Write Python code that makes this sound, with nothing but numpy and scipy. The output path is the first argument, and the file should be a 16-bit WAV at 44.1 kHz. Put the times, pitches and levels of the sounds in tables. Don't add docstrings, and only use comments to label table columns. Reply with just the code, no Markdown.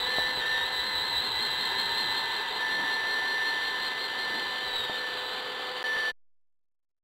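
import sys
import numpy as np
from scipy import signal
from scipy.fft import rfft, irfft, next_fast_len
from scipy.io import wavfile
from scipy.ndimage import uniform_filter1d, map_coordinates

SR = 44100
rng = np.random.default_rng(int(sys.argv[2]) if len(sys.argv) > 2 else 0)


def put_to_file(sound):
    columns = np.atleast_2d(sound).T
    safe = np.clip(columns, -1, 1)
    whole_steps = np.round(safe * 32767)
    wavfile.write(sys.argv[1], SR, whole_steps.astype(np.int16))


N = 310106
T = np.arange(N) / SR

BLADES = 7
# t/s, f/Hz
FAN_SHAFT_SPEED = [(0, 252), (.6, 254.7), (1.9, 254.5), (2.6, 252.3), (3.7, 253.3), (4.7, 252.7),
                   (5.2, 252.2), (6.1, 251.5)]
# t/s, level/dB
BLADE_TONE_LEVEL = [(0, -31.5), (.17, -32.5), (.55, -29.5), (.68, -38.5), (1.25, -42.5), (1.85, -38),
                    (2.4, -37.5), (2.62, -31.5), (3.5, -31), (4.03, -39), (4.25, -34), (4.8, -40.5),
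                    (5.07, -35.5), (5.2, -44.5), (5.828, -42), (5.842, -31), (6.1, -30)]
# t/s, half length to 1/e /s, depth/dB
STANDING_WAVE_NODES = [(0, 0.065, 17), (.37, 0.052, 13.5), (1.33, 0.07, 15), (2.53, 0.052, 16)]
# t/s, hum level/dB, blade overtone level/dB
HUM_AND_OVERTONE = [(0, -45, -45.5), (1.1, -53, -71), (2.2, -58, -47.5), (3.6, -56, -49), (4.3, -52.5, -47),
                    (4.7, -50, -50), (5.2, -46, -48.5), (6.1, -46.5, -50.5)]
# multiple of the shaft rate, level/dB
IMBALANCE_LINES = [(3, -55), (4, -55), (5, -56), (6, -54.5), (8, -55.5)]


def fan(wobble=0.00045, flutter_db=0.92, line_flutter_db=1.5):
    shaft_hz, = curves(FAN_SHAFT_SPEED)
    hum_db, overtone_db = curves(HUM_AND_OVERTONE)
    blade_db, = curves(BLADE_TONE_LEVEL)
    blade_db = blade_db - swells(STANDING_WAVE_NODES) + flutter_db * walk(34)
    angle = 2 * np.pi * np.cumsum(shaft_hz * (1 + wobble * walk(25))) / SR
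    tones = undb(blade_db) * np.sin(BLADES * angle)
    tones += undb(hum_db) * np.sin(2 * angle)
    tones += undb(overtone_db + line_flutter_db * walk(2.5)) * np.sin(2 * BLADES * angle)
    for order, db in IMBALANCE_LINES:
        tones += undb(db + line_flutter_db * walk(2.9)) * np.sin(order * angle)
    return np.sqrt(2) * tones


STICK_HZ = 111
CHOKE_HZ, CHOKE_DB_PER_HZ = 3.5, 2.2
# t/s, level/dB, throb with each brush turn/dB
WHINE_LEVEL = [(0, -37.5, 1), (.28, -38, -3), (.4, -40, 0), (.6, -40, -0.5), (1.15, -36, -1),
               (1.7, -38.5, 1.5), (2.15, -38, 0), (2.45, -47.5, 7), (3.2, -45.5, 2), (4.1, -47, 6),
               (4.68, -46, -4), (4.76, -37, -0.5), (4.88, -45.5, 4.5), (5.1, -52.5, 2), (5.35, -43.5, -1),
               (5.55, -70.5, 0.5)]
# multiple of the shaft rate, relative level/dB
TOOTH_LINES = [(34, -9.5), (35, -14.5), (36, 3.5), (37, -13.5), (38, -13)]
# t/s, level/dB
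WHIRR_LEVEL = [(0, -42), (3.8, -44), (4.7, -46.5), (5.2, -59), (6.1, -47.5)]
# multiple of the shaft rate, relative level/dB
MOTOR_LINES = [(9, -5), (15, -7.5), (18, -3.5), (27, -16), (28, -17)]
# f/Hz, nominal width/Hz (scaled in resonances), relative level/dB
GEARBOX_MODES = [(1648, 430, -3), (2003, 64, 2.5), (2724, 410, -7), (3223, 145, 3.5), (3583, 150, 1.5),
                 (3810, 360, 0.5), (4126, 150, -0.5)]


def brush_gear(rattle_db, jitter=.0011, sway=.0012, clatter=0.17, whine_flutter_db=0.87,
               rattle_snag_db=0.5, rattle_surge_db=0.23, whirr_load_db=0.4, room_share=0.28):
    shaft_hz, turn = brush_motor()
    whine_db, throb_db = curves(WHINE_LEVEL)
    whirr_db, = curves(WHIRR_LEVEL)
    judder_hz = .75 * np.clip((STICK_HZ - shaft_hz) / 4, 0, 1) * walk(45)
    uneven_hz = shaft_hz * (1 + jitter * walk(90) + sway * walk(18))
    angle = 2 * np.pi * np.cumsum(judder_hz + uneven_hz) / SR

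    surge_hz = shaft_hz - uniform_filter1d(shaft_hz, SR // 5)
    snag_hz = swells(SPEED_SNAGS)
    choke_db = CHOKE_DB_PER_HZ * np.maximum(snag_hz - CHOKE_HZ, 0)
    whine_db = whine_db + throb_db * np.cos(turn) - choke_db + whine_flutter_db * walk(30)
    whine = undb(whine_db) * partials(TOOTH_LINES, angle)
    whirr = undb(whirr_db - whirr_load_db * surge_hz) * partials(MOTOR_LINES, angle)
    tonal = whine + whirr

    rattle_db = rattle_db + rattle_surge_db * surge_hz + rattle_snag_db * snag_hz
    rattle = noise(resonances(GEARBOX_MODES), band=(3620, 3900)) * undb(rattle_db)
    rattle *= 1 + clatter * np.cos(angle)
    return tonal + room_share * room(tonal) + rattle


BRUSH_RATIO, FREE_S = 20.95, .126
# t/s, mean shaft f/Hz, swing per brush turn/Hz
BRUSH_SHAFT_SPEED = [(0, 111.2, 2.2), (.3, 112, 2.2), (.75, 111.9, 2.2), (2, 113, 2.2), (4.2, 114.2, 2.4),
                     (4.63, 113.6, 1.8), (4.75, 107.9, 1), (4.96, 101.3, 1), (4.975, 114, 2),
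                     (5.2, 110.5, 1), (5.45, 114, 1)]
# t/s, half length to 1/e /s, speed lost/Hz
SPEED_SNAGS = [(.437, .03, 8), (.59, .075, 5.2), (2.463, .15, 2.5), (2.883, .028, 2.8)]
SECOND_HARMONIC_SWING = (.23, .8)


def brush_motor():
    mean_hz, swing_hz = curves(BRUSH_SHAFT_SPEED)
    mean_hz = mean_hz - swells(SPEED_SNAGS)
    turn = 2 * np.pi * np.cumsum(mean_hz) / SR / BRUSH_RATIO
    turn = turn - np.interp(FREE_S, T, turn)
    share, lead = SECOND_HARMONIC_SWING
    swing = np.cos(turn) + share * np.cos(2 * turn + lead)
    return mean_hz + swing_hz * swing, turn


# f/Hz, relative spectral level/dB
AIR_SPECTRUM = [(30, -24), (220, -21.5), (420, 7.5), (490, 5), (600, -1.5), (780, 6), (1050, 4.5),
                (1200, 4), (1550, 4), (2300, -1), (2750, -1), (3500, 3), (4200, 3), (4700, -5)]
# f/Hz, nominal width/Hz (scaled in resonances), relative level/dB
EXHAUST_MODES = [(3066, 370, 1), (3764, 40, -9.5), (4654, 700, -1.5)]


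def airflow(air_db, exhaust_db, gust_db=0.84):
    rush = noise(slope(AIR_SPECTRUM), band=(1100, 1450))
    port = noise(resonances(EXHAUST_MODES), band=(2950, 3120))
    return (rush * undb(air_db) + port * undb(exhaust_db)) * undb(gust_db * walk(40))


WHEEL_DB = -58.5
# f/Hz, relative spectral level/dB
WHEEL_SPECTRUM = [(20, -11.5), (70, -11), (160, -4), (270, 4.5), (400, 1.5), (600, 1), (1200, -21.5)]
# f/Hz, nominal width/Hz (scaled in resonances), relative level/dB
BRUSH_WELL_MODES = [(388, 52, -3), (919, 224, 4), (1062, 39, -1.5)]


def floor_contact(wheel_db, bristle_db, bump_db=-1.0, flick_db=0.5):
    rumble = noise(slope(WHEEL_SPECTRUM), band=(150, 340))
    sweep = noise(resonances(BRUSH_WELL_MODES), band=(860, 1080))
    rumble *= undb(wheel_db + bump_db * walk(50))
    sweep *= undb(bristle_db + flick_db * walk(60))
    return rumble + sweep


# t/s, half length to 1/e /s, level/dB
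SCUFF_EVENTS = [(.3, .12, -50), (1.278, 0.085, -53.5), (2.03, 0.15, -51.5), (2.78, 0.1, -43.5),
                (4.36, 0.14, -46)]
# f/Hz, relative spectral level/dB
SCUFF_SPECTRUM = [(60, -16), (150, -6.5), (260, 6.5), (430, 2), (750, -2.5), (1300, -12), (3000, -26.5)]


def scuffs():
    scrape = noise(slope(SCUFF_SPECTRUM), band=(100, 1500))
    return scrape * swells([(s, half, undb(db)) for s, half, db in SCUFF_EVENTS])


# t/s, nominal level/dB (before doubling and damping), ring f/Hz
SHELL_KNOCKS = [(0.184, -14.5, 667), (0.374, -24.5, 499), (2.798, -27.5, 840), (4.898, -20, 637)]


def knocks(decay_s=0.00071, contact_s=0.00022):
    out = np.zeros(N)
    for s, db, hz in SHELL_KNOCKS:
        age = np.clip(T - s, 0, 1)
        envelope = np.exp(-age / decay_s) - np.exp(-age / contact_s)
        out -= 2 * undb(db) * np.sin(2 * np.pi * hz * age) * envelope
    return out


def room(x, t60=0.12):
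    age = T[:SR // 2]
    tail = rng.standard_normal(len(age)) * np.exp(-np.log(1000) * age / t60)
    return signal.fftconvolve(x, tail / np.linalg.norm(tail))[:N]


def partials(lines, angle):
    out = 0
    for order, db in lines:
        phase = order * angle + rng.uniform(0, 2 * np.pi)
        in_phase = (1 + .3 * walk(170)) * np.sin(phase)
        quadrature = .25 * walk(170) * np.cos(phase)
        out += undb(db) * (in_phase + quadrature)
    return np.sqrt(2) * out


def noise(gain_at, band):
    size = next_fast_len(N)
    f = np.fft.rfftfreq(size, 1 / SR) + 1
    gain = gain_at(f)
    share = np.mean(gain ** 2 * (f > band[0]) * (f < band[1]))
    return irfft(rfft(rng.standard_normal(size)) * gain, size)[:N] / np.sqrt(share)


def slope(points):
    hz, db = np.transpose(points)
    return lambda f: undb(np.interp(np.log(f), np.log(hz), db))


def resonances(modes):
    def gain_at(f):
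        power = 0
        for hz, width, db in modes:
            detuning = (f * f - hz * hz) / (f * width * 0.53)
            power = power + (undb(db) / (1 + detuning ** 2)) ** 2
        return np.sqrt(power)
    return gain_at


def swells(events):
    return sum(height * np.exp(-((T - s) / half) ** 2) for s, half, height in events)


def walk(rate):
    f = np.fft.rfftfreq(N, 1 / SR)
    x = irfft(rfft(rng.standard_normal(N)) / (1 + (f / rate) ** 4), N)
    return x / x.std()


def curves(table):
    s, *columns = np.transpose(table)
    return [np.interp(T, s, c) for c in columns]


def undb(db):
    return 10 ** (np.asarray(db) / 20)


# t/s, gearbox rattle level/dB, exhaust level/dB, bristle level/dB, air level/dB
FACING_LEVELS = [(0, -46.5, -47.5, -47, -46.5), (.9, -45, -52, -44.5, -49), (1.8, -41, -49.5, -40, -48),
                 (2.8, -46.5, -49, -42, -47.5), (3.8, -46.5, -47, -45.5, -48),
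                 (4.6, -49.5, -45, -48.5, -48), (5.3, -54, -48, -53.5, -46.5),
                 (6.1, -67.5, -44, -55.5, -47)]


def scene():
    rattle_db, exhaust_db, bristle_db, air_db = curves(FACING_LEVELS)
    robot = fan() + brush_gear(rattle_db)
    robot += airflow(air_db, exhaust_db)
    robot += floor_contact(WHEEL_DB, bristle_db) + scuffs()
    shell = knocks()
    return (robot + shell + .55 * room(shell))[None]


MIC_TOP_HZ, CLOCK_HZ, TOP_HZ = 4490, 48000, 15650
STOP_S = 6.119
SKIP_TIMES = [.865, 1.88, 2.84, 3.805, 5.966]
# start t/s, end t/s
DIP_SPAN = (5.829, 5.840)
# f/Hz, relative spectral level/dB
FLOOR_SPECTRUM = [(20, 30.5), (100, 18.5), (500, 11), (2000, 3), (6000, -4.5), (15000, -10)]


def record(dry, fade_s=0.02, floor_db=-107, offset_db=-51, settle_s=0.24):
    kept = np.arange(N) + 11 * np.searchsorted(SKIP_TIMES, T)
    x = dry[0][np.minimum(kept, N - 1)]
    x = signal.sosfilt(signal.butter(16, MIC_TOP_HZ, fs=SR, output="sos"), x)
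    place = np.floor(T * CLOCK_HZ) * SR / CLOCK_HZ
    x = map_coordinates(x, [place], order=3, mode="nearest")
    x *= np.where((T > DIP_SPAN[0]) & (T < DIP_SPAN[1]), undb(-32), 1)
    x *= np.clip((STOP_S - T) / fade_s, 0, 1)
    x += undb(offset_db) * (T > STOP_S) * np.exp(-np.abs(T - STOP_S) / settle_s)
    x += undb(floor_db) * noise(slope(FLOOR_SPECTRUM), band=(20, TOP_HZ))
    return signal.sosfilt(signal.ellip(10, .2, 80, TOP_HZ, fs=SR, output="sos"), x)[None]


dry = scene()
out = record(dry)
put_to_file(out)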